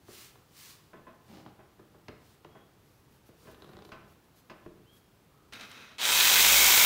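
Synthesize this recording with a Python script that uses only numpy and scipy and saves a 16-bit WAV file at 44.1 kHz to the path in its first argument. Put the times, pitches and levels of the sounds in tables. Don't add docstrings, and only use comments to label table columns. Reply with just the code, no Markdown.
import sys
import numpy as np
from scipy import signal
from scipy.fft import rfft, irfft
from scipy.io import wavfile
from scipy.ndimage import uniform_filter1d

SR = 44100
rng = np.random.default_rng(int(sys.argv[2]) if len(sys.argv) > 2 else 0)


def wrap_up_sound(samples):
    columns = np.atleast_2d(samples).T
    tamed = np.clip(columns, -1, 1)
    steps = np.round(tamed * 32767).astype(np.int16)
    wavfile.write(sys.argv[1], SR, steps)


N = 302085
T = np.arange(N) / SR

# freq_hz, level_db
AIR_SPECTRUM = [(20, -52), (35, -8), (60, -5), (120, 1), (200, -5.5), (400, -7), (550, -12.5),
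                (1200, -15.5), (2000, -21), (3500, -23.5), (6000, -27.5), (9000, -30.5), (15000, -28.5)]
# start_s, length_s, held pitch_hz, slide_share, waver_share (of the pitch), level_db
BIRD_WHISTLES = [(2.478, 0.14, 3290, 0.026, .012, -69.5), (4.845, 0.1, 3305, 0.25, .008, -64),
                 (5.304, 0.13, 1195, .05, .09, -68)]

# middle_s, length_s, level_db
HAND_BRUSHES = [(0.19, 0.18, -52.5), (0.65, 0.18, -52.5), (1.34, 0.15, -67), (2.29, 0.14, -68.5),
                (3.46, 0.16, -66)]
FINGER_SLIDES = [(2.92, 0.21, -74), (3.14, 0.074, -71), (3.275, .04, -67), (3.515, 0.022, -65),
                 (3.66, 0.23, -73), (3.87, 0.068, -70), (4.11, 0.062, -70), (4.25, 0.023, -74),
                 (4.385, 0.056, -66), (4.96, 0.065, -66.5), (5.66, 0.24, -66.5)]
BLOCK_PUSHES = [(1.355, 0.13, -50), (1.475, 0.056, -56)]
# freq_hz, level_db
BRUSH_SPECTRUM = [(530, -45), (900, -4.5), (1030, -3.5), (1390, -6), (1810, -3), (3000, -2), (4630, -0.5),
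                  (12100, -7.5), (15100, -4), (16000, -7.5)]
FINGER_SPECTRUM = [(2000, -6), (5000, -3), (9000, -8), (12000, -2), (15000, -7)]
JUDDER_SPECTRUM = [(53, -40), (90, -6.5), (206, -1), (389, -14.5), (463, -22), (530, -15), (606, -17),
                   (779, -16.5), (1290, -25), (4950, -31.5), (9000, -48), (11700, -78)]

# start_s, peak_db, thump_db, crack_db, table_db
BLOCK_KNOCKS = [(0.084, -44.5, -44, -68, -54), (0.355, -51.5, -59, -63.5, -66), (1.463, -39, -50, -54, -57),
                (1.793, -50, -46.5, -64, -57.5), (1.946, -54, -47.5, -71.5, -63),
                (2.083, -40, -41, -40, -47.5), (2.447, -40.5, -45.5, -51.5, -56),
                (3.289, -57, -46.5, -67, -59), (4.661, -43.5, -36, -57, -66), (4.768, -68, -51.5, -90, -66)]
# start_s, peak_db, thump_db, crack_db
BOLT_JOLTS = [(0.9326, -44.5, -45.5, -65), (1.068, -44.5, -46, -68), (1.5908, -53.5, -50.5, -79.5),
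              (2.5507, -52, -49, -78.5), (3.472, -48, -49.5, -60), (3.918, -41.5, -43, -46.5),
              (4.4977, -46.5, -45, -48)]
# start_s, tick_db, thump_db
THREAD_SLIPS = [(3.5455, -54, -53), (3.6214, -50, -47.5), (3.6444, -53, -48), (3.6913, -55.5, -48),
                (3.734, -53.5, -49), (3.7683, -52, -46.5), (3.7886, -56, -47.5), (3.8221, -53, -50),
                (3.8501, -48, -46.5), (3.891, -54, -49.5)]
# middle_s, length_s, level_db
NUT_TURNS = [(3.5, 0.13, -57), (3.72, 0.24, -56.5), (4.05, .07, -60.5)]
# pitch_hz, level_db, t60_s
BEAM_MODES = [(154.4, -4.5, 0.18), (191, -12.5, 0.54), (307, -2, 0.06), (348, 1, 0.12), (412.5, 2, 0.079),
              (458, -7.5, 0.12), (608, -3, 0.077)]
BLOCK_MODES = [(733, 1, .05), (858, 0, 0.045), (1020, 8, 0.023), (1170, 5, 0.014), (1405, -1, 0.03),
               (1616, -3, 0.025), (1930, -5.5, 0.03)]
BOLT_MODES = [(641, 2, 0.22), (726, -24, 0.23), (840, -17, 0.2), (1016, 2.5, 0.15), (1026, -5.5, 0.3),
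              (1074, -1, 0.25), (1290, -10, 0.18), (1560, -14, 0.2), (1512, -0.5, 0.24), (1723, -7, 0.21),
              (1970, -6, 0.22), (2540, -13, 0.17)]
# freq_hz, level_db
CRACK_SPECTRUM = [(900, -6), (1500, 3), (2000, -7), (2600, 0.5), (3600, -11), (5000, -11), (6500, -20.5),
                  (8500, -31), (16000, -33)]
TABLE_SPECTRUM = [(30, -15), (65, 1), (110, 3), (200, -2), (400, -3.5), (520, -3), (640, -13.5), (900, -15),
                  (1300, -10), (2000, -21.5), (4000, -26.5), (7000, -52)]
RATTLE_SPECTRUM = [(60, -3), (160, 9), (400, 3), (650, 4), (1100, 0), (1700, -6.5), (2600, -13.5),
                   (3500, -16), (5500, -50), (9000, -55)]
TICK_SPECTRUM = [(1800, -7), (2800, -6), (3500, -1.5), (4000, 0), (4600, -9), (5400, -12), (7000, -20),
                 (16000, -36)]

# middle_s, length_s, level_db
SHOE_SHOVES = [(5.545, 0.066, -48), (5.625, 0.073, -48), (5.78, 0.17, -51.5), (5.91, 0.095, -57)]
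# start_s, level_db
STEEL_TAPS = [(5.5237, -48), (5.5346, -38), (5.6104, -42), (5.714, -43), (5.983, -38.5)]
# freq_hz, level_db
SCRAPE_SPECTRUM = [(70, -26), (130, -9), (220, 1.5), (350, -5.5), (700, -6), (1000, -4.5), (1750, -4),
                   (2550, -2.5), (2850, -7.5), (3900, -4.5), (4400, -12.5), (6000, -10.5), (7500, -22),
                   (16000, -28)]
CLICK_SPECTRUM = [(200, -18), (900, -7), (2500, 1), (4000, 3), (5000, -7), (8000, -8), (11000, -17),
                  (15000, -21)]
HOUSING_SPECTRUM = [(60, -29), (130, -20.5), (260, -13.5), (500, -9.5), (750, -7), (950, -3), (1250, -6.5),
                    (1800, -4.5), (2500, -2.5), (3000, -4), (3900, -4), (4500, -4.5), (7000, -13),
                    (15000, -24.5)]
RUSH_SPECTRUM = [(300, -25), (2500, -22), (4800, -5), (6000, -0.5), (7400, -1.5), (9000, -5),
                 (10500, -10.5), (16000, -12.5)]
SIZZLE_SPECTRUM = [(8000, -29), (11000, -6.5), (12800, 1), (14100, -5), (14700, 1), (15700, -0.5)]
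# pitch_hz, width_hz, level_db
SHOE_RESONANCES = [(1390, 140, -1), (1620, 33, 0), (2570, 110, -1), (3120, 73, -4), (3850, 150, -3),
                   (4570, 100, -11)]
CASE_RESONANCES = [(980, 200, -20), (1494, 190, -4), (2230, 720, -15), (2540, 130, -2.5), (3150, 170, -0.5),
                   (3440, 320, -1.5), (3814, 144, 0)]
BLADE_RESONANCES = [(11100, 82, 3), (11500, 57, -10), (14000, 190, -8), (14600, 700, 2.5)]
# cycles_per_stroke, width_hz, level_db at top speed
MOTOR_WHINES = [(43.34, 92, -32), (320, 900, -33)]

SWITCH_ON_S, FREE_STROKES_HZ, HALF_SPEED_S = 5.983, 59.3, 0.1
GEAR_DB, RUSH_DB, SIZZLE_DB = -27, -23, -24
GUIDE_HZ, GUIDE_WIDTH_HZ, GUIDE_DB = 2200, 176, 1.3
RASP_SPEED, RASP_HALF_WIDTH = 0.795, 0.12
SHAKE_HZ, SHAKE_HALF_WIDTH_HZ, SHAKE_DB, HUM_DB = 50.3, 1.3, -42, -54


def undb(db):
    return 10 ** (np.asarray(db) / 20)


def unit(x):
    return x / np.sqrt(np.mean(x ** 2))


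def noise():
    return rng.standard_normal(N)


def swell(middle_s, length_s, db, steepness=4.4):
    return undb(db) / (1 + np.abs(2 * (T - middle_s) / length_s) ** steepness)


def swells(rows):
    return np.sqrt(sum(swell(*row) ** 2 for row in rows))


def colour(x, spectrum):
    hz, db = np.transpose(spectrum)
    size = 8192
    bins_hz = np.fft.rfftfreq(size, 1 / SR)
    log_gain = np.log(undb(np.interp(np.log(bins_hz + 1), np.log(hz), db)))
    cepstrum = irfft(log_gain)[:size // 2]
    cepstrum[1:] *= 2
    response = irfft(np.exp(rfft(cepstrum, size)))[:size // 2]
    return signal.fftconvolve(x, response / np.linalg.norm(response))[:len(x)]


def resonate(x, peaks):
    return sum(undb(db) * signal.lfilter(*signal.iirpeak(hz, hz / width_hz, SR), x)
               for hz, width_hz, db in peaks)


def fade(t60, length_s=0.5):
    return undb(-60 * T[:int(length_s * SR)] / t60)


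def ring(modes):
    out = 0
    for hz, db, t60 in modes:
        mode = fade(t60) * np.sin(2 * np.pi * hz * T[:SR // 2])
        out = out + undb(db + rng.standard_normal()) * mode * rng.choice([-1, 1])
    return out / np.abs(out).max()


def burst(spectrum, t60):
    envelope = fade(t60)
    return colour(envelope * rng.standard_normal(len(envelope)), spectrum)


def add(track, start_s, sound):
    start = int(start_s * SR)
    track[start:start + len(sound)] += sound[:N - start]


def friction(rate_hz, spread_db):
    slips = (rng.random(N) < rate_hz / SR) * rng.choice([-1, 1], N)
    return unit(slips * undb(spread_db * np.clip(noise(), -2, 2)))


def outdoor_air(level_db=-62.5):
    return colour(noise(), AIR_SPECTRUM) * undb(level_db)


def birds(slide_s=0.024):
    out = 0
    for start_s, length_s, hz, depth, waver, db in BIRD_WHISTLES:
        slide = 1 - depth * np.exp(-np.maximum(T - start_s, 0) / slide_s)
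        pitch_hz = hz * slide * (1 + waver * unit(uniform_filter1d(noise(), size=200)))
        envelope = swell(start_s + slide_s + length_s / 2, length_s, db)
        out = out + envelope * np.sin(2 * np.pi * np.cumsum(pitch_hz) / SR)
    return out


def hands():
    brush = colour(friction(rate_hz=14000, spread_db=5), BRUSH_SPECTRUM) * swells(HAND_BRUSHES)
    fingers = colour(friction(rate_hz=3400, spread_db=0), FINGER_SPECTRUM) * swells(FINGER_SLIDES)
    judder = colour(friction(rate_hz=1300, spread_db=0), JUDDER_SPECTRUM) * swells(BLOCK_PUSHES)
    return brush + fingers + judder


def clamp():
    out = np.zeros(N)
    for start_s, peak_db, thump_db, crack_db, table_db in BLOCK_KNOCKS:
        add(out, start_s, undb(peak_db) * ring(BLOCK_MODES))
        add(out, start_s + 0.0028, undb(thump_db) * ring(BEAM_MODES))
        add(out, start_s, undb(crack_db) * burst(CRACK_SPECTRUM, t60=0.028))
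        add(out, start_s + 0.0042, undb(table_db) * burst(TABLE_SPECTRUM, t60=0.22))
    for start_s, peak_db, thump_db, crack_db in BOLT_JOLTS:
        add(out, start_s, undb(peak_db) * ring(BOLT_MODES))
        add(out, start_s, undb(crack_db) * burst(CRACK_SPECTRUM, t60=0.12))
        add(out, start_s + 0.01183, undb(thump_db) * ring(BEAM_MODES))
        add(out, start_s, undb(thump_db - 5.5) * burst(RATTLE_SPECTRUM, t60=0.34))
    for start_s, tick_db, thump_db in THREAD_SLIPS:
        add(out, start_s, undb(tick_db) * burst(TICK_SPECTRUM, t60=0.022))
        add(out, start_s, undb(thump_db) * (ring(BEAM_MODES) + undb(1.1) * ring(BLOCK_MODES)))
    return out + colour(friction(rate_hz=1800, spread_db=4), TABLE_SPECTRUM) * swells(NUT_TURNS)


def saw_handling():
    scrape = colour(friction(rate_hz=4600, spread_db=2.5), SCRAPE_SPECTRUM)
    touching = T > STEEL_TAPS[0][0]
    out = unit(scrape + resonate(scrape, SHOE_RESONANCES)) * swells(SHOE_SHOVES) * touching
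    for start_s, db in STEEL_TAPS:
        add(out, start_s, undb(db) * burst(CLICK_SPECTRUM, t60=0.026))
    return out


def beam_shake(strokes, rate_hz, speed):
    detuning = (rate_hz - SHAKE_HZ) / SHAKE_HALF_WIDTH_HZ
    sway = undb(SHAKE_DB) * np.sin(2 * np.pi * strokes) / np.hypot(1, detuning)
    hum = undb(HUM_DB) * sum(np.sin(2 * np.pi * harmonic * strokes) for harmonic in (2, 3, 4))
    return speed ** 2 * (sway + hum)


def motor_whine(strokes):
    out = 0
    for cycles, width_hz, db in MOTOR_WHINES:
        lowpass = signal.butter(2, width_hz / 2, fs=SR, output="sos")
        flutter = signal.sosfilt(lowpass, noise() + 1j * noise())
        out = out + undb(db) * unit(np.real(flutter * np.exp(2j * np.pi * cycles * strokes)))
    return out


def blows(strokes, pattern_db=(-0.8, -3.5, -4.5, 1.3), scatter_db=2.5, jitter_s=0.00059):
    due = np.flatnonzero(np.diff(np.floor(len(pattern_db) * strokes)))
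    size_draw, time_draw = np.clip(rng.standard_normal((len(due), 2)), -1.5, 1.5).T
    landed = np.clip(due + (jitter_s * SR * time_draw).astype(int), 0, N - 1)
    hits = np.zeros(N)
    hits[landed] = undb(np.resize(pattern_db, len(due)) + scatter_db * size_draw)
    return hits


def chatter(hits, t60, steady):
    envelope = np.hypot(signal.fftconvolve(hits, fade(t60))[:N], steady)
    return noise() * envelope / np.sqrt(uniform_filter1d(envelope ** 2, size=3000) + 1e-9)


def gear_rattle(hits, speed):
    housing = colour(chatter(hits, t60=0.024, steady=0.38), HOUSING_SPECTRUM)
    rasp = 1 + 0.83 / (1 + ((speed - RASP_SPEED) / RASP_HALF_WIDTH) ** 2)
    case = resonate(housing, CASE_RESONANCES)
    guide = resonate(housing, [(GUIDE_HZ, GUIDE_WIDTH_HZ, GUIDE_DB)])
    return (0.68 + 0.45 * speed) * housing + rasp * case + speed ** 6 * guide


def jigsaw():
    running_s = np.maximum(T - SWITCH_ON_S, 0)
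    rate_hz = FREE_STROKES_HZ * running_s / (running_s + HALF_SPEED_S)
    strokes = np.cumsum(rate_hz) / SR
    speed = rate_hz / rate_hz.max()
    hardness = 0.5 + 0.15 * speed
    gear_hits, plunger_hits, blade_hits = (hardness * blows(strokes) for _ in range(3))
    gear = gear_rattle(gear_hits, speed)
    rush = colour(chatter(plunger_hits, t60=0.048, steady=0.64), RUSH_SPECTRUM)
    sizzle = colour(chatter(blade_hits, t60=0.0061, steady=0.63), SIZZLE_SPECTRUM)
    sizzle = sizzle + resonate(sizzle, BLADE_RESONANCES)
    clatter = (undb(GEAR_DB) * speed ** 0.61 * gear
               + undb(RUSH_DB) * speed ** 1.59 * rush
               + undb(SIZZLE_DB) * speed ** 2.4 * sizzle
               + speed ** 3.7 * motor_whine(strokes))
    return clatter, beam_shake(strokes, rate_hz, speed)


def room(x, wet_db, t60, treble_t60, split_hz=3500):
    low = signal.sosfilt(signal.butter(2, split_hz, fs=SR, output="sos"), noise()[:SR])
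    high = signal.sosfilt(signal.butter(2, split_hz, "high", fs=SR, output="sos"), noise()[:SR])
    tail = (low * fade(t60, 1) + undb(-6) * high * fade(treble_t60, 1)) * (T[:SR] > 0.005)
    return x + undb(wet_db) * signal.fftconvolve(x, tail / np.linalg.norm(fade(t60, 1)))[:N]


def scene():
    clatter, shake = jigsaw()
    small_sounds = room(clamp() + hands() + saw_handling() + birds(), wet_db=-3, t60=0.68, treble_t60=0.73)
    saw = room(clatter, wet_db=-8, t60=0.73, treble_t60=0.34) + shake
    return np.tile(outdoor_air() + small_sounds + saw, (2, 1))


def record(dry):
    top_hz = 15750
    return signal.sosfilt(signal.ellip(16, 0.1, 80, top_hz, fs=SR, output="sos"), dry)


dry = scene()
out = record(dry)
wrap_up_sound(out)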